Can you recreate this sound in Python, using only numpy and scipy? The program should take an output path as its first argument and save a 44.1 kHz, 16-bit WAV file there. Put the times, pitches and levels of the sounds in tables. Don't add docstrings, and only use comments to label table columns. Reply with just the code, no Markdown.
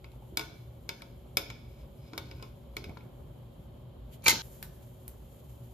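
import sys
import numpy as np
from scipy import signal
from scipy.fft import rfft, irfft
from scipy.io import wavfile

SR = 44100
rng = np.random.default_rng(int(sys.argv[2]) if len(sys.argv) > 2 else 0)


def bounce(signal):
    frames = np.transpose(np.atleast_2d(signal))
    limited = np.clip(frames, -1, 1)
    pcm = np.round(limited * 32767).astype(np.int16)
    wavfile.write(sys.argv[1], SR, pcm)


N = 252693
TIME = np.arange(N) / SR
BREAK_S = 4.42


def from_db(db):
    return 10 ** (np.asarray(db) / 20)


def rms_one(x):
    return x / np.sqrt(np.mean(x ** 2) + 1e-20)


def in_time(rows):
    s, *columns = np.transpose(rows)
    return [np.interp(TIME, s, c) for c in columns]


def at_hz(points, hz):
    table_hz, values = np.array(points).T
    return np.interp(np.log(hz + 1), np.log(table_hz), values)


def coloured(x, *spectra):
    hz = np.fft.rfftfreq(x.shape[-1], 1 / SR)
    gain = from_db(sum(at_hz(spectrum, hz) for spectrum in spectra))
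    return irfft(rfft(x) * gain, x.shape[-1])


def band_pass(x, order, low_hz, high_hz):
    return signal.sosfilt(signal.butter(order, [low_hz, high_hz], "band", fs=SR, output="sos"), x)


def clicks_at(seconds, level_db):
    clicks = np.zeros(N)
    clicks[np.round(seconds * SR).astype(int)] = from_db(level_db)
    return clicks


def drift(rate):
    r = np.exp(-80 * np.pi * rate / SR)
    slow = signal.lfilter([1], [1, -2 * r, r * r], rng.standard_normal(N // 40 + 2002))[2000:]
    return np.interp(np.arange(N) / 40, np.arange(len(slow)), rms_one(slow))


def ring(clicks, hz, t60):
    r, w = from_db(-60 / (t60 * SR)), 2 * np.pi * hz / SR
    return signal.lfilter([0, np.sin(w)], [1, -2 * r * np.cos(w), r * r], clicks + 1e-18)


def gliding_ring(clicks, hz, t60):
    turn = np.exp(2j * np.pi * np.cumsum(hz) / SR)
    return turn * signal.lfilter([1], [1, -from_db(-60 / (t60 * SR))], clicks / turn + 1e-18)


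RISE_S = 0.00046


def bursts(seconds, level_db, t60):
    rise = np.exp(-1 / (RISE_S * SR))
    fall = from_db(-60 / (t60 * SR))
    poles = np.convolve([1, -fall], [1, -rise])
    shape = signal.lfilter([1 - rise], poles, clicks_at(seconds, level_db) + 1e-18)
    return shape * rng.standard_normal((2, N))


def strokes(table, edges):
    rise, fall = edges
    levels = []
    for s, length, start_db, end_db in table:
        run = np.interp(TIME, [s, s + length], [start_db, end_db])
        ramp_in = rise * np.maximum(s - TIME, 0)
        ramp_out = fall * np.maximum(TIME - s - length, 0)
        levels.append(run - ramp_in - ramp_out)
    return np.max(levels, axis=0)


def slips(level_db, per_s, uneven_db):
    born = rng.random(N) < per_s * from_db(3.5 * drift(15)) / SR
    return born * from_db(uneven_db * np.minimum(rng.exponential(1, N), 5) + level_db)


GROUP_EDGES_HZ = [300, 1500, 2700, 4500, 7500, 16000]
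SNAP_DB = 10.5
SHIMMER_DB, SHIMMER_T60_S = -20.5, 0.22


def cracks_and_shimmer(s, peak_db, crack_db, group_db, shimmer):
    crack, faint = np.zeros((2, 2, N))
    for low, high, shade_db in zip(GROUP_EDGES_HZ, GROUP_EDGES_HZ[1:], group_db):
        level_db = peak_db + crack_db + shade_db + 14.5
        noise = bursts(s, level_db, 0.00081) + bursts(s, level_db - 17.0, 0.058)
        noise[0, np.round((s + RISE_S) * SR).astype(int)] += from_db(level_db + SNAP_DB)
        crack += band_pass(noise, 2, low, high)
        faint += band_pass(bursts(s, peak_db + shade_db + SHIMMER_DB, SHIMMER_T60_S), 2, low, high)
    return crack + coloured(faint, shimmer)


GROUP_OCTAVES = [0, 0.092, 0.62, 1, 2.36]
# (frequency [Hz], level [dB])
RUB = [(400, -15), (1000, -9.5), (2250, -7), (2700, -3), (4400, -4), (5150, -8), (6000, -2.5), (9000, -9),
       (14000, -9.5)]
DETUNE = 0.0077
PORT_TURN = 2.1


def blows(table, modes, tuned, shimmer, share_db, pan_db, contact, rubbing, scatter_db):
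    s, peak_db, brightness, crack_db, body_db, lean_db, ring_pitch, ring_db = np.transpose(table)
    group_db = np.outer(GROUP_OCTAVES, brightness) + np.reshape(share_db, (-1, 1))
    group_db += [body_db, 0 * s, lean_db, -lean_db, 0 * s]
    latest_blow = np.maximum(np.searchsorted(s, TIME) - 1, 0)

    def struck_mode(hz, level_db, t60, scatter_db):
        rub_gain = from_db(level_db.mean() + at_hz(RUB, hz.mean()))
        clicks = rubbing * rub_gain * rng.choice([-1, 1], N)
        chance = rng.random((len(s), 3))
        at = np.round((s + contact * chance[:, 0]) * SR).astype(int)
        group = np.searchsorted(GROUP_EDGES_HZ[1:], hz.mean())
        scatter = scatter_db * (2 * chance[:, 1] - 1.5)
        clicks[at] += from_db(peak_db + level_db + group_db[group] + scatter - 4.5)
        blow_hz = hz * (1 + DETUNE * (2 * chance[:, 2] - 1))
        wave = gliding_ring(clicks, blow_hz[latest_blow], t60)
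        side_turn = rng.choice([-1, 1]) * np.exp(1j * PORT_TURN)
        return np.imag(wave * [[1], [side_turn]])

    out = sum(struck_mode(hz + 0 * s, level_db + 0 * s, t60, scatter_db) for hz, level_db, t60 in modes)
    beamed = sum(struck_mode(share * ring_pitch, level_db + ring_db, t60, 0) for share, level_db, t60 in tuned)
    out += cracks_and_shimmer(s, peak_db, crack_db, group_db, shimmer)
    out[1] += out[0] * np.tanh(pan_db / 17)
    return out, beamed


# (time [s], level at 2 kHz [dB], brightness [dB per octave], crack [dB],
# body under 1.5 kHz [dB], lean from 5 to 3.6 kHz [dB], pitch of the grip-tuned ring [Hz], its level [dB])
TAPS = [(0.0432, -48, -8.5, -10, -4.5, 3, 4760, 2), (.117, -67, 2.5, -6, -12, 2.5, 5060, -12),
        (0.3717, -33, 4.5, -4, 0, 2.5, 4890, 4), (0.394, -39, 2.5, -16, 2.5, 1, 4900, 2),
        (0.4103, -42, -7.5, -9, -1.5, -2, 4840, 4), (0.8909, -34.5, -0.1, -4.5, -4, 1.8, 5040, -0.5),
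        (1.0195, -48.5, 0.5, -13, 0, 1, 5140, -6), (1.3701, -27, 2, 0, -2.5, 1, 5170, 1.5),
        (1.5014, -45, -4, 4, -2, 0.5, 5070, -3), (2.133, -47.5, -4, -12, 4.5, 1, 5100, -6),
        (2.1779, -40.5, 1, 2.5, 0.5, 4.5, 5170, 7.5), (2.3127, -50.5, -4.5, 1, 1.5, 1.5, 5050, 5),
        (2.397, -59, -10, -10, 7, -4, 5100, -4), (2.4251, -45.5, -1.5, -4, 2.5, 1, 4870, -3),
        (2.7671, -38.5, 1, -3.5, -2.5, 0.5, 4360, -3), (2.8409, -44, -2.5, -8, -1, 0.5, 5170, -1.5),
        (2.8939, -52.5, -21, -18, -1, .1, 5000, 0), (2.972, -51, -6, -10, -15, 2.5, 4860, -8),
        (3.0071, -58, -14, -17, -13, 2, 5100, -0.5)]
# (start [s], length [s], level at the start [dB], level at the end [dB])
SLIDE = [(1.6, 0.23, -85, -81), (2.04, 0.43, -77, -78.5), (2.78, 0.08, -82, -82), (2.893, 0.021, -85, -90),
         (2.93, .06, -90, -91)]
# (frequency [Hz], level [dB], time to fall 60 dB [s])
RIM = [(320.7, -7.5, 0.19), (376, -8.5, 0.12), (421, -3.5, 0.14), (565, -12, 0.17), (671, -13, 0.19),
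       (743, -7.5, 0.044), (915, -11, 0.18), (1042, -6.5, 0.11), (1079, -11.5, 0.16), (1312, -7.5, 0.078),
       (1459, -9.5, 0.14), (1593, -7, 0.023), (2210, -5.5, 0.032), (2275, 7, 0.031), (2450, -8, 0.0322),
       (2507, -5.5, 0.083), (2650, -18, 0.16), (2890, -0.5, 0.015), (3220, 0, 0.0024), (3424, -1, 0.022),
       (3684, -5.5, 0.025), (3530, -20.5, 0.14), (3587, -14.5, 0.16), (3880, -8, .05), (4030, -3, 0.021),
       (4190, 2.5, 0.011), (4830, -14, 0.14), (5100, -9.5, 0.11), (5230, -15, .08), (5410, -12.5, 0.095),
       (5700, -8, 0.0099), (6400, -27, 0.056), (6170, -20, 0.021), (6540, 0, 0.0061), (7230, -1, 0.014),
       (8170, 4.5, 0.015), (9700, -3, 0.0061), (10860, 4.5, 0.019), (13000, 11, 0.01)]
# (share of its pitch [ratio], level [dB], time to fall 60 dB [s])
RIM_RING = [(.965, 0, 0.025), (1.002, 9.5, .013), (1.04, -3, 0.02)]
# (frequency [Hz], level [dB])
RIM_SHIMMER = [(1500, 8), (1900, -9), (2200, 21), (2520, 6), (2800, 5), (3550, 13), (3850, -14), (4300, 4),
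               (4700, -1), (5150, 10), (5400, 8), (6000, -1.5), (8000, 1)]
RIM_GROUP_DB = [0.67, 1, 0.37, -1, -3.1]


def rim_taps():
    rubbing = slips(strokes(SLIDE, edges=(210, 340)), per_s=1000.0, uneven_db=0.5)
    return blows(TAPS, RIM, RIM_RING, RIM_SHIMMER, RIM_GROUP_DB, pan_db=2.5,
                 contact=.0016, rubbing=rubbing, scatter_db=6.0)


CLASH = [(4.2222, -63.5, 2, -9, -8.5, -1, 2330, -6.5), (4.2445, -54, -4, -13, -3, -3, 2380, 4),
         (4.2615, -40.5, -3, -22.5, 4, 0, 2450, 15.5), (4.2635, -29, -7.5, -20.5, 6, -2.8, 2323, 17),
         (4.2692, -29, 3.5, -12, 8.5, 3.5, 2335, 7.5), (4.2812, -20, 0.5, 3.5, -8.5, -0.5, 2300, -5),
         (4.2838, -21, -6.5, -11, -1, 5, 2170, 6.5), (4.2948, -32.5, 3.5, 4, -4, -1.5, 2100, -11.5),
         (4.3058, -30, 3.5, -6, -5, 2.6, 2210, 9), (4.3115, -36, -5, -15.5, 1.5, -3.5, 2120, 7),
         (4.3155, -40.5, -5.5, -4, -4.5, -3, 2080, -4.5), (4.3275, -39, -4.5, -9.5, 10.5, 4, 2110, 0.5),
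         (4.338, -47, -2, -1.5, 5, 3.5, 2100, -7)]
# (start [s], length [s], level at the start [dB], level at the end [dB])
CHATTER = [(4.236, 0.022, -71, -63), (4.262, 0.058, -46, -54), (4.32, 0.041, -58, -69)]
# (frequency [Hz], level [dB], time to fall 60 dB [s])
ARMS = [(615, -18.5, 0.015), (780, -12.5, 0.016), (903, -4.5, 0.058), (968, -4, 0.03), (1276, -6.5, 0.044),
        (1544, -5.5, 0.03), (2670, -5, 0.021), (3090, -1.5, 0.0059), (3590, -13.5, .012), (4010, -7, 0.038),
        (4000, -4, 0.015), (4400, -1.5, 0.017), (4840, -3, 0.011), (4900, -15, 0.011), (5200, -7.5, 0.023),
        (5990, -3.5, 0.01), (6720, -2, 0.028), (5740, -9, 0.0085), (6870, -8.5, 0.018), (7040, -9.5, 0.01),
        (8950, 5.5, 0.01), (11200, 7.5, 0.0072), (11620, -5, 0.011), (14000, -8.5, 0.0075),
        (12740, -7, 0.0097)]
# (share of its pitch [ratio], level [dB], time to fall 60 dB [s])
ARM_RING = [(1.005, 3.5, 0.036), (1.04, -15, .013)]
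# (frequency [Hz], level [dB])
ARM_SHIMMER = [(1500, 0.5), (4000, 0.047), (6400, 1.5), (8000, -0.5)]
ARM_GROUP_DB = [-3.5, -3, 4, 2, -1]


def arm_clash():
    rubbing = slips(strokes(CHATTER, edges=(2800, 2000)), per_s=1500., uneven_db=4.5)
    return blows(CLASH, ARMS, ARM_RING, ARM_SHIMMER, ARM_GROUP_DB, pan_db=3.5,
                 contact=0.00089, rubbing=rubbing, scatter_db=5)


# (start [s], length [s], level at the start [dB], level at the end [dB])
SPLASH = [(2.865, 0.039, -55.5, -45.5), (4.326, 0.044, -40, -43)]


def splash():
    slosh = band_pass(rng.standard_normal((2, N)), 3, 50, 300)
    level = from_db(strokes(SPLASH, edges=(4900, 480)))
    return rms_one(slosh) * level * (TIME < BREAK_S) * [[1], [.2]]


# (time [s], tick level [dB], dull part level [dB], fizz level [dB])
TICKS = [(4.24, -46, -38.5, -41.5), (4.6272, -27, -25.5, -44.5), (5.0794, -29.5, -38.5, -47.5)]


def fizzing_ticks():
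    s, peak_db, dull_db, fizz_db = np.transpose(TICKS)
    bright = bursts(s, peak_db + 1.0, 0.0071) + bursts(s, fizz_db, 0.15)
    dull = bursts(s, dull_db, 0.0028) + bursts(s, dull_db - 19.5, 0.11)
    # (Hz, dB)
    bright_colour = [(5000, -33.0), (7500, -3.0), (14000, 5.5), (16000, -4.5)]
    dull_colour = [(250, -10.5), (1100, 3), (1850, 3.5), (2800, -1.5), (4100, 0.5), (4600, 0.0),
                   (5200, -3.0), (6200, -10.5), (9000, -18.5)]
    return coloured(bright, bright_colour) + coloured(dull, dull_colour)


# (time [s], click level [dB])
KNOCKS = [(2.135, -45.5), (2.971, -45.5)]
# (frequency [Hz], level [dB], time to fall 60 dB [s])
SUNK_MODES = [(996, 2.5, 0.025), (1150, -7, 0.0088), (1366, -1, 0.026), (1610, -25, .02)]


def knocks():
    clicks = clicks_at(*np.transpose(KNOCKS))
    knock = sum(from_db(level_db) * ring(clicks, hz, t60) for hz, level_db, t60 in SUNK_MODES)
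    return knock * np.array([[1], [.7]])


def bubbles(count):
    low_hz, high_hz = 201, 656
    rows = []
    for when, size, pitch in rng.random((count, 3)):
        level_db = -59 - 2.5 * np.log(0.17 + .8 * size)
        rows.append((when * TIME[-1], level_db, low_hz * (high_hz / low_hz) ** pitch))
    return rows


# (time [s], level [dB], starting pitch [Hz])
GULPS = [(.136, -54, 764), (.223, -49.5, 700), (2.737, -58, 900), (2.89, -47, 170), (2.903, -53, 276),
         (2.918, -57, 200), (2.873, -69, 460), (2.913, -47, 754), (2.926, -56, 375), (0.269, -68, 415),
         (1.009, -51, 1460), (1.258, -56, 672), (2.995, -68, 950), (0.324, -42.5, 307), (1.989, -39, 108.6),
         (2.13, -44, 261), (2.17, -44, 72), (2.289, -44, 75.3), (2.43, -47.5, 193), (2.86, -43, 74.5),
         (2.893, -47.5, 625), (2.905, -48, 583), (2.9, -44, 118), (3.582, -52, 152.7)]


def gulps():
    out = np.zeros(N + SR)
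    t = TIME[:SR // 8]
    for s, peak_db, hz in GULPS + bubbles(count=60):
        cycles = hz * t
        rising_tone = np.sin(2 * np.pi * cycles * (1 + 0.037 * cycles))
        envelope = np.exp(-cycles / 3.2) * (1 - np.exp(-cycles / 0.2))
        start = round(s * SR)
        out[start:start + len(t)] += from_db(peak_db) * rising_tone * envelope
    return out[:N] * [[1], [.25]]


# (time [s], width [s], rise [dB])
PUFFS = [(4.14, 0.017, 14.5), (4.83, 0.0071, 4.5), (5.40, 0.0065, 5), (5.499, 0.0061, 4.5)]
# (frequency [Hz], level [dB per Hz])
STEAM_SUM = [(4500, -10), (5800, -12.5), (7200, -3.5), (7700, -10.5), (8200, -29.5), (9400, -27),
             (9900, -8), (11000, -4.5), (13100, 0.5), (14200, -6), (14700, -14.5), (16000, -29)]
# (frequency [Hz], level [dB per Hz])
STEAM_DIFF = [(4500, -16.5), (6240, -13.5), (7170, -4.5), (8160, 1), (9850, -4), (12600, -7.5),
              (13000, -19), (13400, -52), (16000, -36.5)]
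# (frequency [Hz], level [dB per Hz])
AIR = [(1200, -34), (1600, -26.5), (2100, -6), (2800, -5.5), (3150, 2), (3400, -3.5), (4300, -8.5),
       (4800, -14), (5600, -20), (6500, -37.5)]


def steam(level_db):
    puff_db = sum(rise_db * np.exp(-.5 * ((TIME - s) / width) ** 2) for s, width, rise_db in PUFFS)
    noise = rng.standard_normal((4, N))
    hiss_sum = from_db(0.5) * rms_one(coloured(noise[0], STEAM_SUM))
    hiss_diff = from_db(1) * rms_one(coloured(noise[1], STEAM_DIFF))
    hiss_gain = from_db(level_db + puff_db + 1.1 * drift(12))
    air = rms_one(coloured(noise[2:], AIR)) * [[1], [.8]]
    air_gain = from_db(-75 + 0.76 * puff_db + 0.48 * drift(3))
    return hiss_gain * np.array([hiss_sum, hiss_diff]) + air_gain * air


# (frequency [Hz], level [dB per Hz])
RUMBLE = [(20, -34.5), (33, -29.5), (43, -19), (50, 3), (70, 1.5), (92, -8.5), (128, -1), (176, -10.5),
          (242, -12), (302, -18.5), (378, -17.5), (487, -22), (553, -15), (650, -23), (1010, -28.5),
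          (2000, -45.5), (2600, -75)]
# (frequency [Hz], level [dB])
RUMBLE_SIDE = [(60, -20), (130, -18), (290, -5), (640, -2.5), (1410, -1.5), (3100, -5.5), (6820, 1),
               (15000, -10.5)]


def rumble(level_db):
    noise = rng.standard_normal((2, N)) * from_db(1.0 * drift(36))
    total = coloured(noise[0], RUMBLE)
    apart = coloured(noise[1], RUMBLE, RUMBLE_SIDE)
    return from_db(level_db) * np.array([total, apart]) / np.std(total)


# (frequency [Hz], level [dB])
MAINS = [(120, -56), (372, -64.5)]
# (frequency [Hz], width [Hz], level [dB])
HUM = [(53.2, 6.2, -63.5), (117.8, 1.4, -61), (237.25, 6.5, -67.5), (555, 27, -73)]


def hum():
    out = np.zeros(N)
    for hz, level_db in MAINS:
        gain = from_db(level_db + 0.85 * drift(1.8))
        out += gain * np.sin(2 * np.pi * (hz * TIME + rng.random()))
    for hz, width_hz, level_db in HUM:
        t60 = 2.2 / width_hz
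        noise = rng.standard_normal(N + SR)
        settled = ring(ring(noise, hz, t60), hz, t60)[SR:]
        out += from_db(level_db) * rms_one(settled)
    return out * [[1], [.08]]


# (frequency [Hz], time to fall 60 dB [s])
ROOM_T60 = [(200, 0.93), (1000, 0.26), (3000, 0.97), (6000, 0.29), (12000, 0.27)]
# (frequency [Hz], level [dB])
WALLS = [(100, 0), (700, 7), (1600, 4), (2300, -6), (2900, -1.5), (3550, 0), (4200, 1.5), (5200, 0.5),
         (6000, 5.5), (8000, -3), (14000, 1.5), (14800, -23)]
ROOM_DB, ROOM_BUILD_S = -13, 0.0047


def kitchen(x):
    t = TIME[:SR]
    tail = np.zeros((2, SR))
    for low in 100 * 2.0 ** np.arange(7.5):
        octave = band_pass(rng.standard_normal((2, SR)), 2, low, min(2 * low, .45 * SR))
        tail += octave * from_db(-60 * t / at_hz(ROOM_T60, np.sqrt(2) * low))
    tail = coloured(tail, WALLS) * (1 - np.exp(-t / ROOM_BUILD_S))
    tail /= np.sqrt(np.sum(tail ** 2) / 2)
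    return x + from_db(ROOM_DB) * signal.fftconvolve(x[:1], tail, axes=1)[:, :N]


# (frequency [Hz], level [dB])
PORT_SUM = [(100, 2), (6500, 2), (7500, -2.5), (8200, -9.5), (9400, -9), (10000, -5.5), (11000, -6),
            (14000, -0.5), (16000, -15.5)]
# (frequency [Hz], level [dB])
PORT_DIFF = [(100, -20), (400, -5.5), (1200, -0.5), (5000, -0.5), (8500, 3.5), (11000, -0.5),
             (13000, -21.5), (16000, -20.5)]


def ports(x):
    return np.array([coloured(x[0], PORT_SUM), coloured(x[1], PORT_DIFF)])


# (time [s], rumble level [dB], steam level [dB])
SIMMER = [(0.0, -51, -76), (0.38, -49.5, -74), (1.02, -50.5, -74), (1.79, -50, -75.5), (2.67, -49.5, -75),
          (2.91, -48.5, -75), (4.0, -49, -77.5), (4.25, -48.5, -74.5), (4.45, -49, -60.5),
          (4.79, -49.5, -69.5), (5.73, -51, -70)]
BREAK_DB, BREAK_FADE_S = -12, .025
RING_ROOM_SHARE = 0.45


def scene():
    before = TIME < BREAK_S
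    rim, rim_ring = rim_taps()
    arms, arm_ring = arm_clash()
    beamed = rim_ring + arm_ring
    struck = rim + arms + RING_ROOM_SHARE * beamed + fizzing_ticks() + gulps() + knocks()
    in_room = kitchen(struck * before) * before + kitchen(struck * ~before)
    struck = ports(in_room + (1 - RING_ROOM_SHARE) * beamed)
    rumble_db, steam_db = in_time(SIMMER)
    fade_left = np.clip(1 - (TIME - BREAK_S) / BREAK_FADE_S, 0, 1)
    swell = np.where(before, 1, from_db(BREAK_DB * fade_left))
    total, apart = struck + splash() + swell * (rumble(rumble_db) + hum()) + steam(steam_db)
    return np.array([total + apart, total - apart])


def record(dry):
    dry = signal.sosfilt(signal.butter(2, 36, "high", fs=SR, output="sos"), dry)
    return signal.sosfilt(signal.cheby2(12, 70, 16600, fs=SR, output="sos"), dry)


dry = scene()
out = record(dry)
bounce(out)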